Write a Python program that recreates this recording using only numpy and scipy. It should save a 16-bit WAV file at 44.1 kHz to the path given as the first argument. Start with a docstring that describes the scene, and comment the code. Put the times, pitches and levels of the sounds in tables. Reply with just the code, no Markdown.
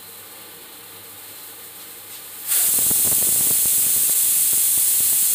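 """A pressure cooker simmers on a gas ring in a kitchen, over a faint motor hum.
Steam seeps past the weight valve, half whistling and spitting as the pressure grows.
At 2.5 s the weight lifts: a short throaty rush, then a loud, bright, steady jet from the vent.
From 2.6 s the steam cloud reaches the microphone and buffets it with dull pops."""
import sys
import numpy as np
from scipy import signal
from scipy.fft import rfft, irfft, next_fast_len
from scipy.io import wavfile

SR = 44100
rng = np.random.default_rng(int(sys.argv[2]) if len(sys.argv) > 2 else 0)


def inscribe(sig):
    """Save sig as 16-bit PCM at rate SR to the path in sys.argv[1].

    A 1-D sig is mono; a 2-D sig holds one channel per row.
    Samples are clipped to [-1, 1] before scaling.
    """
    pcm = np.round(np.clip(np.atleast_2d(sig).T, -1, 1) * 32767)
    wavfile.write(sys.argv[1], SR, pcm.astype(np.int16))


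N = 235641
TIME_S = np.arange(N) / SR
FFT_SIZE = next_fast_len(N, True)
FREQ_HZ = np.maximum(np.arange(FFT_SIZE // 2 + 1) * SR / FFT_SIZE, 1)
OPEN_S, JET_RISE_DB_PER_S = 2.519, 450   # weight fully lifted at OPEN_S


def from_db(db):
    """Decibels to gain."""
    return 10 ** (np.asarray(db) / 20)


def curves(rows):
    """Each column after time, interpolated per sample."""
    times_s, *columns = np.transpose(rows)
    return [np.interp(TIME_S, times_s, column) for column in columns]


def bump(at_s, sigma_s):
    """Gaussian of height 1."""
    return np.exp(-.5 * ((TIME_S - at_s) / sigma_s) ** 2)


def shaped_noise(gain):
    """Noise with a gain per frequency; rms 1."""
    noise = irfft(rfft(rng.standard_normal(FFT_SIZE)) * gain, FFT_SIZE)[:N]
    return noise / np.sqrt(np.mean(noise ** 2) + 1e-20)


def drift(rate_hz):
    """Low-passed random wander; rms 1."""
    return shaped_noise(1 / (1 + (FREQ_HZ / rate_hz) ** 2))


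def resonance(centre_hz, width_hz):
    """Lorentzian peak of height 1."""
    return 1 / (1 + (2 * (FREQ_HZ - centre_hz) / width_hz) ** 2)


def turbulence(spectrum, modes=()):
    """Flow noise: broad spectrum plus narrow peaks and notches; rms 1."""
    hz, level_db = np.transpose(spectrum)
    shape_db = np.interp(np.log(FREQ_HZ), np.log(hz), level_db)
    for centre_hz, width_hz, lift_db in modes:
        shape_db += lift_db * resonance(centre_hz, width_hz)
    rolloff = np.minimum(FREQ_HZ / hz.min(), 1) ** 2 * np.minimum(hz.max() / FREQ_HZ, 1) ** 10
    return shaped_noise(from_db(shape_db) * rolloff)


def opening_db(rise_db_per_s):
    """Ramp that reaches 0 dB as the weight lifts."""
    return rise_db_per_s * np.clip(TIME_S - OPEN_S, -1, 0)


# Flame noise: (frequency [Hz], relative level [dB])
FLAME_SPECTRUM = [(25, -28), (50, -18), (85, -14), (180, 1.5), (240, -1), (310, 2), (520, -2.5),
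                  (700, -1.5), (1100, 0.5), (2600, -2.5), (3700, 0.5), (4300, -1.5), (4800, -9.5),
                  (6000, -26)]
# Pot resonances and notches: (frequency [Hz], width [Hz], lift [dB])
FLAME_RESONANCES = [(175, 25, 4), (205, 14, 4), (250, 20, -6), (305, 40, 3), (377, 12, 3), (465, 25, 5),
                    (812, 14, 6), (1192, 20, 3), (3640, 60, 3), (4260, 180, 3.5), (4650, 300, -2.5)]


def flame(level_db=-46, flicker_db=.5):
    """Burning gas rushes under the pot."""
    gain = from_db(level_db + flicker_db * drift(rate_hz=5.8))
    return gain * turbulence(FLAME_SPECTRUM, FLAME_RESONANCES)


# Simmer envelope: (time [s], level [dB])
SIMMER_LEVELS = [(0, -56), (.6, -54.5), (1.4, -59), (1.9, -56.5), (5.34, -73)]
# Simmer noise: (frequency [Hz], relative level [dB])
SIMMER_SPECTRUM = [(170, -25), (290, -14), (400, -13), (460, -0.5), (550, -5), (650, -20), (900, -13)]


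def simmer(boil_db=1.0):
    """Water simmers in the pot, quieter as the pressure nears its top."""
    level_db, = curves(SIMMER_LEVELS)
    return from_db(level_db + boil_db * drift(rate_hz=23)) * turbulence(SIMMER_SPECTRUM)


# Motor tones: (frequency [Hz], level [dB])
HUM_TONES = [(69.5, -72), (100.3, -60.5), (207.5, -64.5)]


def hum(waver_db=3.7):
    """A household motor hums; each tone wavers separately."""
    return sum(from_db(db + waver_db * drift(rate_hz=4)) * np.sin(2 * np.pi * hz * TIME_S)
               for hz, db in HUM_TONES)


# Leak envelope: (time [s], level [dB])
SEEP_LEVELS = [(0, -40), (.65, -42), (1.5, -38.5), (2.25, -38.5), (2.44, -33), (2.52, -22.5), (2.8, -35)]
# Leak hiss: (frequency [Hz], relative level [dB])
SEEP_SPECTRUM = [(1500, -13.5), (4000, -10), (5000, -10), (5900, -15), (7000, -7), (8400, -1), (9500, -2.5),
                 (10600, -2.5), (12000, 0), (13300, 0.5), (15400, 0)]
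# Valve resonances: (frequency [Hz], width [Hz], lift [dB])
SEEP_RESONANCES = [(8700, 180, 5.2), (9930, 150, 1.6), (11700, 120, 2.6), (14700, 110, 2), (15200, 200, 2)]


def seep(flutter_db=0.8):
    """Steam hisses under the weight, growing with pressure and flaring as the seat opens."""
    level_db, = curves(SEEP_LEVELS)
    gain = from_db(level_db + nodding_db() + flutter_db * drift(rate_hz=27))
    return gain * turbulence(SEEP_SPECTRUM, SEEP_RESONANCES)


# Moments when the tone catches: (time [s], sigma [s], level [dB])
WHISTLE_SWELLS = [(0, 0.1, -52), (1.39, 0.036, -52)]


def whistle(level_db=-62.5):
    """Turbulence rings in the weight's narrow bore: a breathy tone until it lifts."""
    seated = 1 - from_db(opening_db(JET_RISE_DB_PER_S))
    swells = sum(from_db(db) * bump(at_s, sigma_s) for at_s, sigma_s, db in WHISTLE_SWELLS)
    tone = shaped_noise(resonance(centre_hz=4095, width_hz=45))
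    return (from_db(level_db) * seated + swells) * tone


# Wet bursts: (time [s], sigma [s], level [dB])
SPIT_BURSTS = [(1.293, 0.022, -48), (1.395, 0.018, -47), (1.82, .015, -44.5), (1.96, .015, -57),
               (2.154, 0.038, -40.5)]
# Spit noise: (frequency [Hz], relative level [dB])
SPIT_SPECTRUM = [(600, -11), (2000, -6), (4100, 2), (5700, -7), (8500, -1), (15000, -10)]


def spits():
    """Moisture spits softly through the valve seat."""
    gain = sum(from_db(db) * bump(at_s, sigma_s) for at_s, sigma_s, db in SPIT_BURSTS)
    return gain * turbulence(SPIT_SPECTRUM)


# Nods of the weight: (time [s], sigma [s], level change [dB])
WEIGHT_NODS = [(1.735, .025, -1.7), (2.04, .02, -1.2), (2.13, .022, 3.2), (4.145, .007, -3.5)]


def nodding_db():
    """Flow change as the weight nods, briefly narrowing or widening the gap."""
    return sum(db * bump(at_s, sigma_s) for at_s, sigma_s, db in WEIGHT_NODS)


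# Wet steam: (frequency [Hz], relative level [dB])
RUSH_SPECTRUM = [(150, -22), (400, -4), (700, 2.5), (1100, -2.5), (1550, 6), (2100, 0), (3300, 4.5),
                 (4900, 2.5), (5700, -33), (9000, -15)]


def rush(level_db=-33.5, hold_s=.085, fall_db_per_s=97, grain_db=1.0):
    """Condensed water blows out: swells with the jet, holds while the vent clears, dies."""
    fall_db = fall_db_per_s * np.maximum(TIME_S - OPEN_S - hold_s, 0)
    envelope_db = level_db + opening_db(rise_db_per_s=380) - fall_db
    return from_db(envelope_db + grain_db * drift(rate_hz=330)) * turbulence(RUSH_SPECTRUM)


# Jet noise: (frequency [Hz], relative level [dB])
JET_SPECTRUM = [(150, -53), (500, -26), (1300, -26.5), (2100, -20), (3000, -15.5), (4200, -12.5),
                (4700, -15), (5700, -15), (6700, -9.5), (8200, 0), (10400, -0.5), (12000, -4),
                (13500, -1.5), (15400, 0.5)]
# Valve, lid and pot resonances and notches: (frequency [Hz], width [Hz], lift [dB])
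JET_RESONANCES = [(2580, 70, 3), (2900, 90, 2.5), (3345, 22, 7), (3480, 40, 3), (3640, 90, 4),
                  (3900, 120, -2), (4110, 60, 4), (4239, 22, 7), (4330, 50, 3), (5180, 50, 3),
                  (5770, 110, -3), (6302, 30, 7), (6560, 100, 4), (7047, 22, 6.5), (7508, 25, 3),
                  (7624, 60, 4), (7807, 28, 3), (8137, 45, 4.5), (8270, 32, 3), (8380, 100, 2),
                  (8749, 28, 3), (9151, 54, 3.5), (9942, 32, 4), (10074, 25, 4), (10438, 50, 3),
                  (11020, 150, 2)]


def jet(level_db=-17.5, onset_db=-1, settle_s=0.15, flutter_db=0.12, grain_db=.5):
    """Steam swells to a steady blast; the weight trembles on it and droplets roughen it."""
    settling_db = onset_db * np.exp(-np.maximum(TIME_S - OPEN_S, 0) / settle_s)
    envelope_db = level_db + opening_db(JET_RISE_DB_PER_S) + settling_db
    gap_db = flutter_db * drift(rate_hz=25) + nodding_db()
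    spray_db = grain_db * drift(rate_hz=560)
    return from_db(envelope_db + gap_db + spray_db) * turbulence(JET_SPECTRUM, JET_RESONANCES)


# Draught carrying the cloud: (time [s], eddy rate [1/s], relative level [dB])
DRAUGHT_EDDIES = [(2.6, 0, -37), (2.7, 164, -35.5), (3.1, 260, -37), (3.5, 194, -37), (3.75, 80, -36.5),
                  (5.34, 70, -40.5)]
# Gusts of the cloud: (time [s], relative level [dB], fall time [s], swirl length [s])
GUSTS = [(2.739, -23, 0.00054, 0), (2.7899, -17, 0.00081, .005), (2.8221, -25.5, .0006, 0),
         (2.866, -22, 0.0011, 0), (2.894, -32, .002, 0), (2.9123, -16.5, 0.0011, .018),
         (3.051, -22, .0007, 0.002), (3.0745, -18, 0.0011, .028), (3.1165, -16.5, .0006, 0.00031),
         (3.127, -19, .0009, .016), (3.1845, -26.5, 0.0017, .01), (3.227, -18.5, .0008, .022),
         (3.2718, -25.5, .0006, 0.00029), (3.2894, -22, .0012, .014), (3.3255, -24, .0013, 0),
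         (3.3611, -22, 0.00092, 0.00011), (3.41, -20.5, 0.00097, .01), (3.4721, -22.5, .0009, .014),
         (3.51, -17, .0008, .014), (3.657, -20.5, .0013, 0), (3.867, -26, .001, 0.0003),
         (3.9643, -25.5, 0.0014, 0), (3.977, -28, .0009, 0), (4.0966, -20.5, 0.00045, 0.0013),
         (4.533, -23, 0.00098, 0.0011), (4.5776, -26.5, .0007, 0), (4.7776, -24, 0.0011, 0.00021),
         (5.0058, -23.5, 0.0012, 0.00082), (5.13, -23.5, 0.00043, 0.0018)]


def eddies(swirl_per_s=200, swirl_db=-7.5, swirl_spread_db=2, draught_spread_db=5.0, draught_fall_s=.001):
    """Gusts, their weaker swirls and the draught, as (time [s], level [dB], fall time [s])."""
    rows = []
    jitters = rng.uniform(-1, 1, (len(GUSTS), 8, 2))
    for (at_s, db, fall_s, swirl_s), jitter in zip(GUSTS, jitters):
        rows.append((at_s, db, fall_s))
        for k, (shift, size) in enumerate(jitter[:round(swirl_s * swirl_per_s)]):
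            eddy_s = at_s - swirl_s / 2 + (k + .5 * shift) / swirl_per_s
            rows.append((eddy_s, db + swirl_db + swirl_spread_db * size, fall_s))
    rate_per_s, draught_db = curves(DRAUGHT_EDDIES)
    sizes_db = draught_db + draught_spread_db * np.clip(rng.standard_normal(N), -2, 1)
    onsets = np.flatnonzero(rng.random(N) < rate_per_s / SR)
    return rows + [(TIME_S[i], sizes_db[i], draught_fall_s) for i in onsets]


def buffeting(gain_db=-0.6, sag_share=0.73, sag_per_fall=1.9, rise_s=0.00011, port_hz=85):
    """Each eddy draws the pressure at the microphone port slowly one way, then snaps it back."""
    half = SR // 100
    t_s = np.arange(-half, half) / SR
    before_s, after_s = np.minimum(t_s, 0), np.maximum(t_s, 0)
    pressure = np.zeros(N + 2 * half)
    for (at_s, db, fall_s), polarity in zip(eddies(), rng.choice([-1, 1], N)):
        sag = np.exp(before_s / (sag_per_fall * fall_s) - after_s / rise_s)
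        snap = np.exp(-after_s / max(fall_s, 2 * rise_s)) - np.exp(-after_s / rise_s)
        pulse = snap - sag_share * sag * snap.sum() / sag.sum()   # sag cancels most of the snap's area
        start = round(at_s * SR)
        pressure[start:start + 2 * half] += polarity * from_db(db) * pulse / snap.max()
    port_leak = signal.butter(1, port_hz, "high", fs=SR, output="sos")
    return from_db(gain_db) * signal.sosfilt(port_leak, pressure[half:-half])


def kitchen(direct, count=160, decay_s=0.017, wall_cut_hz=6500, send_db=-9):
    """Short, dull reflections comb the direct sound finely."""
    delay_s = rng.uniform(.002, .06, count)
    strength = rng.choice([-1, 1], count) * np.exp(-delay_s / decay_s)
    echoes = np.bincount((delay_s * SR).astype(int), strength / np.linalg.norm(strength))
    echoes = signal.sosfilt(signal.butter(1, wall_cut_hz, fs=SR, output="sos"), echoes)
    return direct + from_db(send_db) * signal.fftconvolve(direct, echoes)[:N]


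def scene():
    """Valve and stove through the room; hum and buffeting direct. Dual mono."""
    valve = kitchen(seep() + spits() + whistle() + jet() + rush())
    stove = kitchen(flame() + simmer())
    mono = valve + stove + hum() + buffeting()
    return np.array([mono, mono])


def record(dry, cutoff_hz=15490):
    """Steep low-pass."""
    taps = signal.firwin(1001, cutoff_hz, window="blackman", fs=SR)
    return signal.fftconvolve(dry, taps[None], "same", axes=1)


dry = scene()
out = record(dry)
inscribe(out)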